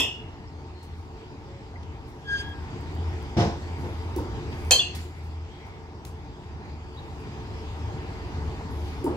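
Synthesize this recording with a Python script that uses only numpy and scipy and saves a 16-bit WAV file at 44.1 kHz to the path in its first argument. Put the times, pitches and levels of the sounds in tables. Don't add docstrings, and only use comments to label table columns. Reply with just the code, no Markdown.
import sys
import numpy as np
from scipy import signal
from scipy.fft import rfft, irfft, next_fast_len
from scipy.io import wavfile
from scipy.ndimage import uniform_filter1d, map_coordinates

SR = 44100
rng = np.random.default_rng(int(sys.argv[2]) if len(sys.argv) > 2 else 0)


def attenuation_scalar(level_db):
    decades = np.asarray(level_db, float) / 20
    return 10 ** decades


def bounce(signal):
    frames = np.transpose(np.atleast_2d(signal))
    limited = np.clip(frames, -1, 1)
    pcm = np.round(limited * 32767).astype(np.int16)
    wavfile.write(sys.argv[1], SR, pcm)


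N = 403956
EARLY = SR // 10

# start [s], ring [dB], crack [dB], roof echo [dB]
HITS = [
    (-.012, -16.5, -17, -6),
    (4.7092, -12, -7.5, -8.5),
    (4.7925, -15.5, -42, -14.5),
]
# frequency [Hz], level [dB per Hz]
CRACK = [(150, -26), (600, -1.5), (1400, -6), (2200, -12.5), (4200, -7.5), (5000, -13), (6300, -4.5),
         (8100, -6), (8800, -20), (13500, -8), (16400, -36), (16800, -67.5)]
# delay [s], level [dB], lead at the left port [s]
WALLS = [(.0022, -1.5, 0), (0.011, -4.5, 0.0028), (0.0161, -4, 0.0032), (.02, -7.5, 0.013),
         (0.035, -12, -0.0097)]
NEAR_BAT_HZ = (520, 760, 2594, 3068, 3148, 3250, 4170, 4205, 4440, 4523, 6347, 7290, 8100, 10800, 13280)
NEXT_BAT_HZ = (265, 400, 720, 2606, 2770, 2853, 3189, 3425, 5225, 5600, 7400)
THIRD_BAT_HZ = (2611, 2805, 2870, 3418)
# level [dB], swell [s], decay t60 [s]
NEAR_BAT_RING = [(-6.5, 0.015, 0.1), (-8, 0.0071, 0.13), (-4, .002, .12), (-16.5, 0.0027, 0.13),
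                 (3, 0.0044, 0.20435), (-14.5, .003, 0.12), (-5, 0.011, 0.3), (4.5, 0.0074, 0.15),
                 (-12.5, .01, 0.41), (-15, 0.0089, 0.39), (-1.5, 0.006, 0.15), (-10, 0.0071, .1),
                 (-13.5, 0.002, .08), (-25.5, .005, .1), (-16.5, .008, .07)]
NEXT_BAT_RING = [(-8.5, .01, 0.149), (-13.5, 0.0086, 0.2078), (-22, .01, 0.18), (-3, .005, 0.22),
                 (-13, .01, 0.48), (-7.5, 0.01032, 0.46), (-3, .005, 0.23), (2, 0.00796, 0.16),
                 (-11.5, .005, 0.2234), (-20, .01, 0.24), (-22, .005, 0.19)]
THIRD_BAT_RING = [(-16, .015, 0.36), (-2.5, 0.01662, 0.22693), (-9.5, .02, 0.23), (5, .003, 0.07883)]
# start [s], level [dB], rise [s], decay t60 [s], brightness [dB per octave]
THUDS = [(3.367, -17, 0.0066, 0.25, 1), (3.385, -17, 0.01799, 0.44, 1.5), (3.83, -23.5, .03, 0.3, -1)]
# frequency [Hz], level [dB per Hz]
PAD = [(35, -33.5), (60, 1), (197, 0), (267, -13), (337, -5), (632, -11.5), (762, -10.5), (1080, -16),
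       (1190, -22), (4700, -33), (5400, -30), (8820, -54.5), (12500, -61), (15800, -71.5)]
# frequency [Hz], level [dB], decay t60 [s]
SLAB = [(105.5, -1, 0.38), (133.83, 5, 0.1134), (164, 0, 0.1368), (211.4, -0.5, 0.28), (330.55, -0.5, 0.24),
        (370, -5.5, 0.18), (441, -10, 0.266), (537, -14, 0.48), (704, -6, 0.27)]
# start [s], level [dB]
SLAB_HIT = (3.3655, -21.5)
# start [s], knock [dB], click [dB], shudder [dB]
ARMS = [(4.1626, -19, -49.5, -31), (9.0428, -15.5, -49, -24.5)]
# frequency [Hz], level [dB], decay t60 [s]
FRAME = [(296, -8.5, 0.22), (352, 10.5, 0.053), (486.26, -7, 0.054)]
# delay [s], frequency [Hz], level over the knock [dB], decay t60 [s]
CLANK = (.02, 920, 0, .045)
# start [s], level [dB]
WINDUPS = [(3.778, -66), (8.70, -63)]
# time [s], pitch [Hz], push [dB]
HINGE = [(2.24, 1657, -65), (2.29, 1627, -33), (2.34, 1620, -25.5), (2.37, 1617, -29.5), (2.41, 1622, -35),
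         (2.44, 1614, -50), (2.5, 1633, -47), (2.575, 1615, -52.5), (2.63, 1579, -64.5)]
# multiple of the pitch, level [dB]
UPPER = [(3, 4), (4, -4.5), (5, -12), (6, -22), (7, -19), (8, -22.5)]
# start [s], level [dB], rise [s], decay t60 [s], lowest frequency [Hz]
BRUSHES = [(.826, -54.5, .003, 0.19, 2200), (.97, -64.5, .01, 0.18, 5000), (2.07, -60.5, .01, .25, 5000),
           (4.645, -52.5, 0.0029, 0.073, 4200), (4.947, -38, .004, 0.17, 1490),
           (4.99, -50, 0.018, 0.38, 4000), (5.225, -65.5, .01, 0.52, 8095), (5.65, -62, .02, .2, 8000),
           (6.0503, -35.5, .0003, 0.019, 1000), (6.056, -48, .006, .22, 1506), (6.93, -68, 0.042, .4, 9160),
           (7.192, -61, .005, 0.1985, 3000)]
# start [s], level [dB], rise [s], decay t60 [s], centre [Hz]
SCUFFS = [(1.829, -44, 0.002, 0.034, 3380), (4.52, -36, .012, 0.1, 2389)]
# start [s], peak [dB]
TICKS = [(2.4794, -58), (2.4933, -50), (2.6297, -56.5), (2.809, -45), (2.9184, -58.5), (2.9502, -45),
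         (3.0882, -50), (3.1696, -66.5), (3.2261, -45.5), (4.8624, -57), (5.1893, -52), (7.6409, -67)]
# start [s], frequency [Hz], level [dB], rise [s], decay t60 [s]
FAR = [(.47, 5301, -53.5, .005, 0.11), (.73, 4250, -50.5, 0.0555, 0.6157), (1.655, 4750, -55.5, .01, .15),
       (1.755, 2033, -38, 0.00359, 0.056), (5.5, 3252, -49.5, .03, 0.5165),
       (5.59, 2140, -45.5, 0.062, 0.71), (5.0, 7199, -54.5, .01, .5), (6.93, 4670, -51.5, .01, 0.11),
       (6.97, 3850, -40, .01, 0.1105)]
# start [s], frequency [Hz], level [dB], ramp [s], length [s]
POST = (1.448, 551, -51.5, .02, .168)
# start [s], end [s], frequency [Hz], level [dB]
LOADS = [(-.1, 1.099, 82.94, -34), (1.627, 2.2, 81.87, -37), (2.362, 2.68, 83.6, -37),
         (2.846, 3.2, 83.9, -30), (3.4, 4.27, 82, -33), (4.456, 4.753, 80.72, -29.5), (4.883, 5.5, 81, -29),
         (5.746, 6.4, 80.4, -40.5), (2.393, 3.406, 74.8, -40.5), (6.447, 7.45, 76, -38.5),
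         (7.55, 7.9, 75.5, -31.5), (7.994, 9.3, 75, -39), (7.439, 8.3, 102, -38.5)]
# frequency [Hz], level [dB per Hz]
MOTORS = [(15, -55), (25, -18), (59, -2.5), (81, 0.5), (155, -9), (179, -13), (290, -12.5), (408, -17),
          (438, -14), (514, -24), (649, -22), (912, -18), (1050, -22), (1800, -34.5), (2340, -50),
          (3960, -120)]
# frequency [Hz], width [Hz], level over the motors [dB]
WHINES = [(150.5, 4, -8), (297.71, 8, -10), (361.2, 13, -6), (439.8, 8, -8), (792, 22, -11.5),
          (910, 18, -10.5)]
# frequency [Hz], level [dB per Hz]
HISS = [(900, -42.5), (1300, -7), (2000, -1), (3300, -6.5), (4300, -9.5), (4800, -6.5), (5400, -12),
        (8100, -19), (8500, -48.5), (10000, -64)]
# frequency [Hz], level [dB per Hz]
AIR = [(6000, -27.5), (8500, 3.5), (11000, 1), (14500, -2), (15700, -8.5), (16000, -34)]
# time [s], air [dB], hiss [dB], half length [s]
SWISHES = [(1.0, 4, -0.5, 0.139), (2.147, 3, -0.5, .1), (2.428, 7, 7, 0.0393), (3.47, -9, -1, 0.071),
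           (3.88, 3.5, -1.5, .1), (4.68, 12, 0.5, 0.11), (4.99, 1, 9.5, 0.05173), (5.17, 8, 2.5, .08),
           (5.61, 1.5, 3, 0.11), (7.072, 4, 0, 0.1112), (8.877, 5.5, 2, .1)]
# frequency [Hz], decay t60 [s]
ROOF = [(100, 0.2), (500, 0.44), (2500, 0.38), (6000, 0.36744), (14000, 0.18)]
# frequency [Hz], left-right likeness [0 to 1]
ALIKE = [(40, 0.7969), (150, 0.9774), (500, 0.9276), (1200, 0.55), (3000, 0.32), (7000, 0.05), (12000, .05)]
# start [s], depth [dB], hold [s], release [s]
DUCKS = [
    (-.3, 7.5, 2.45, 0.78),
    (4.702, 7, 2.16, 0.79),
]

LEAD_S = 0.00018
BLOW_DB, BLOW_LEAD_S = 8, .00004
RING_LEAD_S = .00005
SECOND_DB, SECOND_GROWS = -46.5, 0.232
UPPER_DB, UPPER_GROWS = -59.5, 0.915
GRIT_DB, GRIT_GROWS = -56.5, .9
CATCH_S, CATCH_WIDTH_S, CATCH_DIP_DB, CATCH_GRIT_DB = 2.387, 0.01091, 18, 12
SLIP_S, SLIP_WIDTH_S, SLIP_DB = 2.403, .024, 12.5
RATTLE_S, RATTLE_DB, RATTLE_RISE_S, RATTLE_T60_S = 2.42, -33.5, 0.03834, 0.46
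RATTLE_HZ, RATTLE_CLIMB_HZ_PER_S, RATTLE_END_S = 1648.7, 87, 2.552
BRUSH_TOP_HZ, FAR_WIDTH_HZ = 13000, 155.7
LOAD_RAMP_S = 0.13
MOTOR_DB, HISS_DB, AIR_DB = -39.5, -50, -72.5
AIR_FOLLOWS = 1.2
DUCK_S, CREEP_DB_PER_S = .2, .5


def bats():
    track, t = blank()
    hz_lists = (NEXT_BAT_HZ, NEAR_BAT_HZ, THIRD_BAT_HZ)
    ring_lists = (NEXT_BAT_RING, NEAR_BAT_RING, THIRD_BAT_RING)
    for modes_hz, rings, (s, ring_db, crack_db, wet_db) in zip(hz_lists, ring_lists, HITS):
        snap = unit(filtered(rng.standard_normal(len(t)), lambda hz: attenuation_scalar(along(CRACK, hz))))
        snap = snap * attenuation_scalar(crack_db - 60 * t / 0.0079)
        blow = attenuation_scalar(crack_db + BLOW_DB) * np.sin(2 * np.pi * 6500 * t) * attenuation_scalar(-60 * t / .0015)
        barrel = attenuation_scalar(ring_db) * late(swung(modes_hz, rings, t, blur=0.89), RING_LEAD_S)
        direct = barrel + late(both(attenuation_scalar(-1.0) * snap + blow), BLOW_LEAD_S)
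        add(track, s, direct + attenuation_scalar(wet_db) * echo(barrel[0]) + attenuation_scalar(4) * echo(snap))
        for delay, db, lead_s in WALLS:
            add(track, s + delay, attenuation_scalar(db) * late(both(snap + 0.88 * blow)[:, :SR // 50], lead_s))
    return track


def swung(modes_hz, rings, t, blur):
    out = np.zeros((2, len(t)))
    for hz, (db, swell, t60) in zip(modes_hz, rings):
        shared, beat, *own = [wobble(148.58, count=len(t)) for _ in range(4)]
        own = np.array(own)
        tone = np.sin(2 * np.pi * hz * t + blur * (shared + 0.597 * own))
        out += attenuation_scalar(db - 60 * t / t60 + 2.3 * beat + 2.4 * own) * (1 - np.exp(-t / swell)) * tone
    return out


def knocks():
    return backstop() + pitching_arms()


def backstop():
    track, t = blank()
    for s, db, rise, t60, tilt_db in THUDS:
        color = lambda hz: attenuation_scalar(along(PAD, hz) + tilt_db * np.log2((hz + 1) / 300))
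        add(track, s, attenuation_scalar(db) * burst(color, t, rise, t60))
    s, db = SLAB_HIT
    boom = attenuation_scalar(db) * ring(SLAB, t) * (1 - np.exp(-t / 0.003397))
    add(track, s, late(both(boom), LEAD_S) + attenuation_scalar(-1.5) * echo(boom))
    return track


def pitching_arms():
    track, t = blank()
    for s, knock_db, click_db, shudder_db in ARMS:
        body = attenuation_scalar(knock_db) * ring(FRAME, t) * (1 - np.exp(-t / 0.009))
        click = rng.standard_normal(len(t)) * attenuation_scalar(click_db + 16.5 - 60 * t / .015)
        click = filtered(click, lambda hz: 1 / (1 + (4500 / (hz + 1)) ** 6))
        add(track, s, late(both(body + click), LEAD_S) + echo(click))
        clank = attenuation_scalar(knock_db) * ring([CLANK[1:]], t) * (1 - np.exp(-t / 0.0046))
        add(track, s + CLANK[0], late(both(clank), LEAD_S))
        housing = lambda hz: 1 / (1 + ((hz - 340) / 130) ** 2) + 0.17 / (1 + ((hz - 950) / 200) ** 2)
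        add(track, s + .021, attenuation_scalar(shudder_db) * burst(housing, t, 0.0049, 0.61))
    spring = lambda hz: 1 / (1 + ((hz - 11300) / 1800) ** 4)
    for (s, db), (release, *_) in zip(WINDUPS, ARMS):
        add(track, s, attenuation_scalar(db) * burst(spring, t, 0.0037, 1.697) * (t < release - s))
    return track


def hinge():
    track, _ = blank()
    span = slice(round(HINGE[0][0] * SR), round(HINGE[-1][0] * SR))
    hz, push_db = [c[span] for c in curves(HINGE)]
    t = np.arange(N)[span] / SR
    over_db = push_db + 33
    catch = np.exp(-((t - CATCH_S) / CATCH_WIDTH_S) ** 2)
    slip_db = SLIP_DB * np.exp(-((t - SLIP_S) / SLIP_WIDTH_S) ** 2)
    fade = np.clip(np.minimum(t - t[0], RATTLE_END_S - t) / 0.023, 0, 1)
    phase = 2 * np.pi * np.cumsum(hz) / SR

    def partial(k, db, flutter_db):
        return np.array([attenuation_scalar(db + side_db + flutter_db * wobble(46.35, count=len(hz))) * np.sin(k * phase + turn * k)
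                         for side_db, turn in ((4.948, 0.63), (2.8, -0.67))])

    first = partial(1, push_db - CATCH_DIP_DB * catch, flutter_db=0.7)
    second = partial(2, SECOND_DB + SECOND_GROWS * over_db + 0.3273 * slip_db, flutter_db=3.5)
    upper_db = UPPER_DB + UPPER_GROWS * over_db + slip_db
    upper = sum(partial(k, upper_db + db, flutter_db=4.5) for k, db in UPPER)

    age = np.clip(t - RATTLE_S, 0, None)
    turn = 2 * np.pi * (RATTLE_HZ * age + RATTLE_CLIMB_HZ_PER_S * age ** 2 / 2)
    beat = attenuation_scalar(RATTLE_DB - 60 * age / RATTLE_T60_S) * (1 - np.exp(-age / RATTLE_RISE_S))
    beat = beat * np.clip((RATTLE_END_S - t) / 0.014, 0, 1) * (np.sin(turn) + attenuation_scalar(-8.5) * np.sin(2 * turn))

    scrape = lambda f: 1 / (1 + (1800 / (f + 1)) ** 4) / (1 + (f / 5500) ** 6)
    grit = unit(pair(rng.standard_normal((2, len(hz))), scrape, LEAD_S))
    grit = attenuation_scalar(GRIT_DB + GRIT_GROWS * over_db + CATCH_GRIT_DB * catch) * grit
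    add(track, HINGE[0][0], first + fade * (second + upper) + beat + grit)
    return track


def cages():
    track, t = blank()
    bands = [(*row, BRUSH_TOP_HZ) for row in BRUSHES]
    bands += [(*row, hz / np.sqrt(2), hz * np.sqrt(2)) for *row, hz in SCUFFS]
    for s, db, rise, t60, low_hz, high_hz in bands:
        band = lambda hz: 1 / (1 + (low_hz / (hz + 1)) ** 4) / (1 + (hz / high_hz) ** 4)
        add(track, s, attenuation_scalar(db) * burst(band, t, rise, t60))
    wire = lambda hz: 1 / (1 + (7000 / (hz + 1)) ** 6)
    for s, db in TICKS:
        add(track, s, attenuation_scalar(db - 1) * burst(wire, t[:SR // 20], .0003, .01))
    for s, hz, db, rise, t60 in FAR:
        add(track, s, attenuation_scalar(db) * burst(lambda f: 1 / (1 + ((f - hz) / FAR_WIDTH_HZ) ** 2), t, rise, t60))
    s, hz, db, ramp, length = POST
    hum = attenuation_scalar(db) * np.sin(2 * np.pi * hz * t) * np.clip(np.minimum(t, length - t) / ramp, 0, 1)
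    add(track, s, late(both(hum), LEAD_S))
    return track


def hums(gain_db):
    t, sway_db, sway_hz = np.arange(N) / SR, 2.7 * wobble(8), 0.804 * wobble(8)
    tones = np.zeros(N)
    for start, end, hz, db in LOADS:
        load = np.clip(np.minimum(t - start, end - t) / LOAD_RAMP_S + .5, 0, 1) ** 2
        tones += attenuation_scalar(db) * load * np.sin(2 * np.pi * np.cumsum(hz + sway_hz) / SR)
    return attenuation_scalar([[.4], [-.4]]) * attenuation_scalar(0.5 + gain_db + sway_db) * tones


def yard(gain_db):
    t = np.arange(N) / SR
    stir_air_db, stir_hiss_db = np.zeros(N), np.zeros(N)
    for s, air, hiss, half in SWISHES:
        swish = np.clip(1 - np.abs(t - s) / (2 * half), 0, 1)
        stir_air_db += air * swish
        stir_hiss_db += hiss * swish
    motor_db = MOTOR_DB + gain_db
    hiss_db = HISS_DB + gain_db + stir_hiss_db
    air_db = AIR_DB + AIR_FOLLOWS * gain_db + stir_air_db
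    tones = lambda hz: sum(attenuation_scalar(db) / np.sqrt(w) / (1 + ((hz - c) / w) ** 2) for c, w, db in WHINES)
    out = attenuation_scalar(motor_db + 4.5 + 0.97 * wobble(7)) * rush(lambda hz: attenuation_scalar(along(MOTORS, hz)), patchy_db=1.0)
    out += attenuation_scalar(motor_db - 5.0) * rush(tones, patchy_db=2.0)
    out += attenuation_scalar(hiss_db + 0.53 * wobble(6.5)) * rush(lambda hz: attenuation_scalar(along(HISS, hz)), patchy_db=2.0)
    out += attenuation_scalar(air_db + 0.68 * wobble(11)) * rush(lambda hz: attenuation_scalar(along(AIR, hz)), patchy_db=0.9859)
    return attenuation_scalar([[.3], [-.3]]) * out


def opened():
    t, gain_db = np.arange(N) / SR, np.zeros(N)
    for s, depth_db, hold, release in DUCKS:
        closing = 1 - np.exp(-np.clip(t - s, 0, None) / DUCK_S)
        opening = np.clip((s + hold + release - t) / release, 0, 1)
        gain_db -= (depth_db - CREEP_DB_PER_S * (t - s)) * closing * opening
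    return gain_db


def echo(x):
    hz, t, z = signal.stft(rng.standard_normal((2, SR // 2)), SR, nperseg=256)
    tail = signal.istft(z * attenuation_scalar(-60 * t / along(ROOF, hz)[:, None]), SR, nperseg=256)[1]
    build_up = np.clip(np.arange(tail.shape[1]) / (0.0099 * SR), 0, 1)
    tail = pair(tail * build_up, np.ones_like, LEAD_S)
    return signal.fftconvolve(x[None], tail / np.linalg.norm(tail[0]), axes=1)[:, :len(x)]


def ring(modes, t):
    return sum(attenuation_scalar(db - 60 * t / t60) * np.sin(2 * np.pi * hz * t) for hz, db, t60 in modes)


def burst(gain, t, rise, t60):
    noise = unit(pair(rng.standard_normal((2, len(t))), gain, LEAD_S))
    return noise * (1 - np.exp(-t / rise)) * attenuation_scalar(-60 * t / t60)


def rush(gain, patchy_db):
    z = signal.stft(rng.standard_normal((2, N)), nperseg=512)[2]
    field = uniform_filter1d(rng.standard_normal(z.shape[1:]), size=6, axis=0)
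    field = uniform_filter1d(field, size=14, axis=1)
    noise = signal.istft(z * attenuation_scalar(patchy_db * unit(field)), nperseg=512)[1][:, :N]
    return unit(pair(noise, gain, LEAD_S))


def pair(noise, gain, lead_s):
    turn = lambda hz: np.arccos(np.clip(along(ALIKE, hz), 0, 1)) / 2
    mid, side = filtered(noise, lambda hz: gain(hz) * np.array([np.cos(turn(hz)), np.sin(turn(hz))]))
    return late(np.array([mid + side, mid - side]), lead_s)


def late(x, lead_s):
    delay_s = np.array([[max(-lead_s, 0)], [max(lead_s, 0)]])
    return filtered(x, lambda hz: np.exp(-2j * np.pi * hz * delay_s))


def filtered(x, response):
    n = x.shape[-1]
    m = next_fast_len(n + SR // 8)
    return irfft(rfft(x, m) * response(np.fft.rfftfreq(m, 1 / SR)), m)[..., :n]


def wobble(rate, count=N):
    knots = rng.standard_normal(int(count * rate / SR) + 4)
    return map_coordinates(knots, [np.arange(count) * rate / SR])


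def curves(rows):
    s, *cols = np.transpose(rows)
    return [np.interp(np.arange(N) / SR, s, c) for c in cols]


def along(points, hz):
    f, v = np.transpose(points)
    return np.interp(np.log(hz + 1), np.log(f + 1), v)


def unit(x):
    return x / np.sqrt(np.mean(x ** 2) + 1e-20)


def both(x):
    return np.array([x, x])


def blank():
    return np.zeros((2, N + EARLY)), np.arange(SR // 2) / SR


def add(track, s, sound):
    part = track[:, round(s * SR) + EARLY:][:, :sound.shape[1]]
    part += sound[:, :part.shape[1]]


def scene():
    gain_db = opened()
    near = bats() + knocks() + hinge() + cages()
    return near[:, EARLY:] + hums(gain_db) + yard(gain_db)


def top_cut(x):
    return signal.sosfilt(signal.butter(12, 16520, fs=SR, output="sos"), x)


def record(dry):
    mix = filtered(dry, lambda hz: np.where(hz < 15800, 1, attenuation_scalar(-19.0)))
    return top_cut(mix)


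dry = scene()
out = record(dry)
bounce(out)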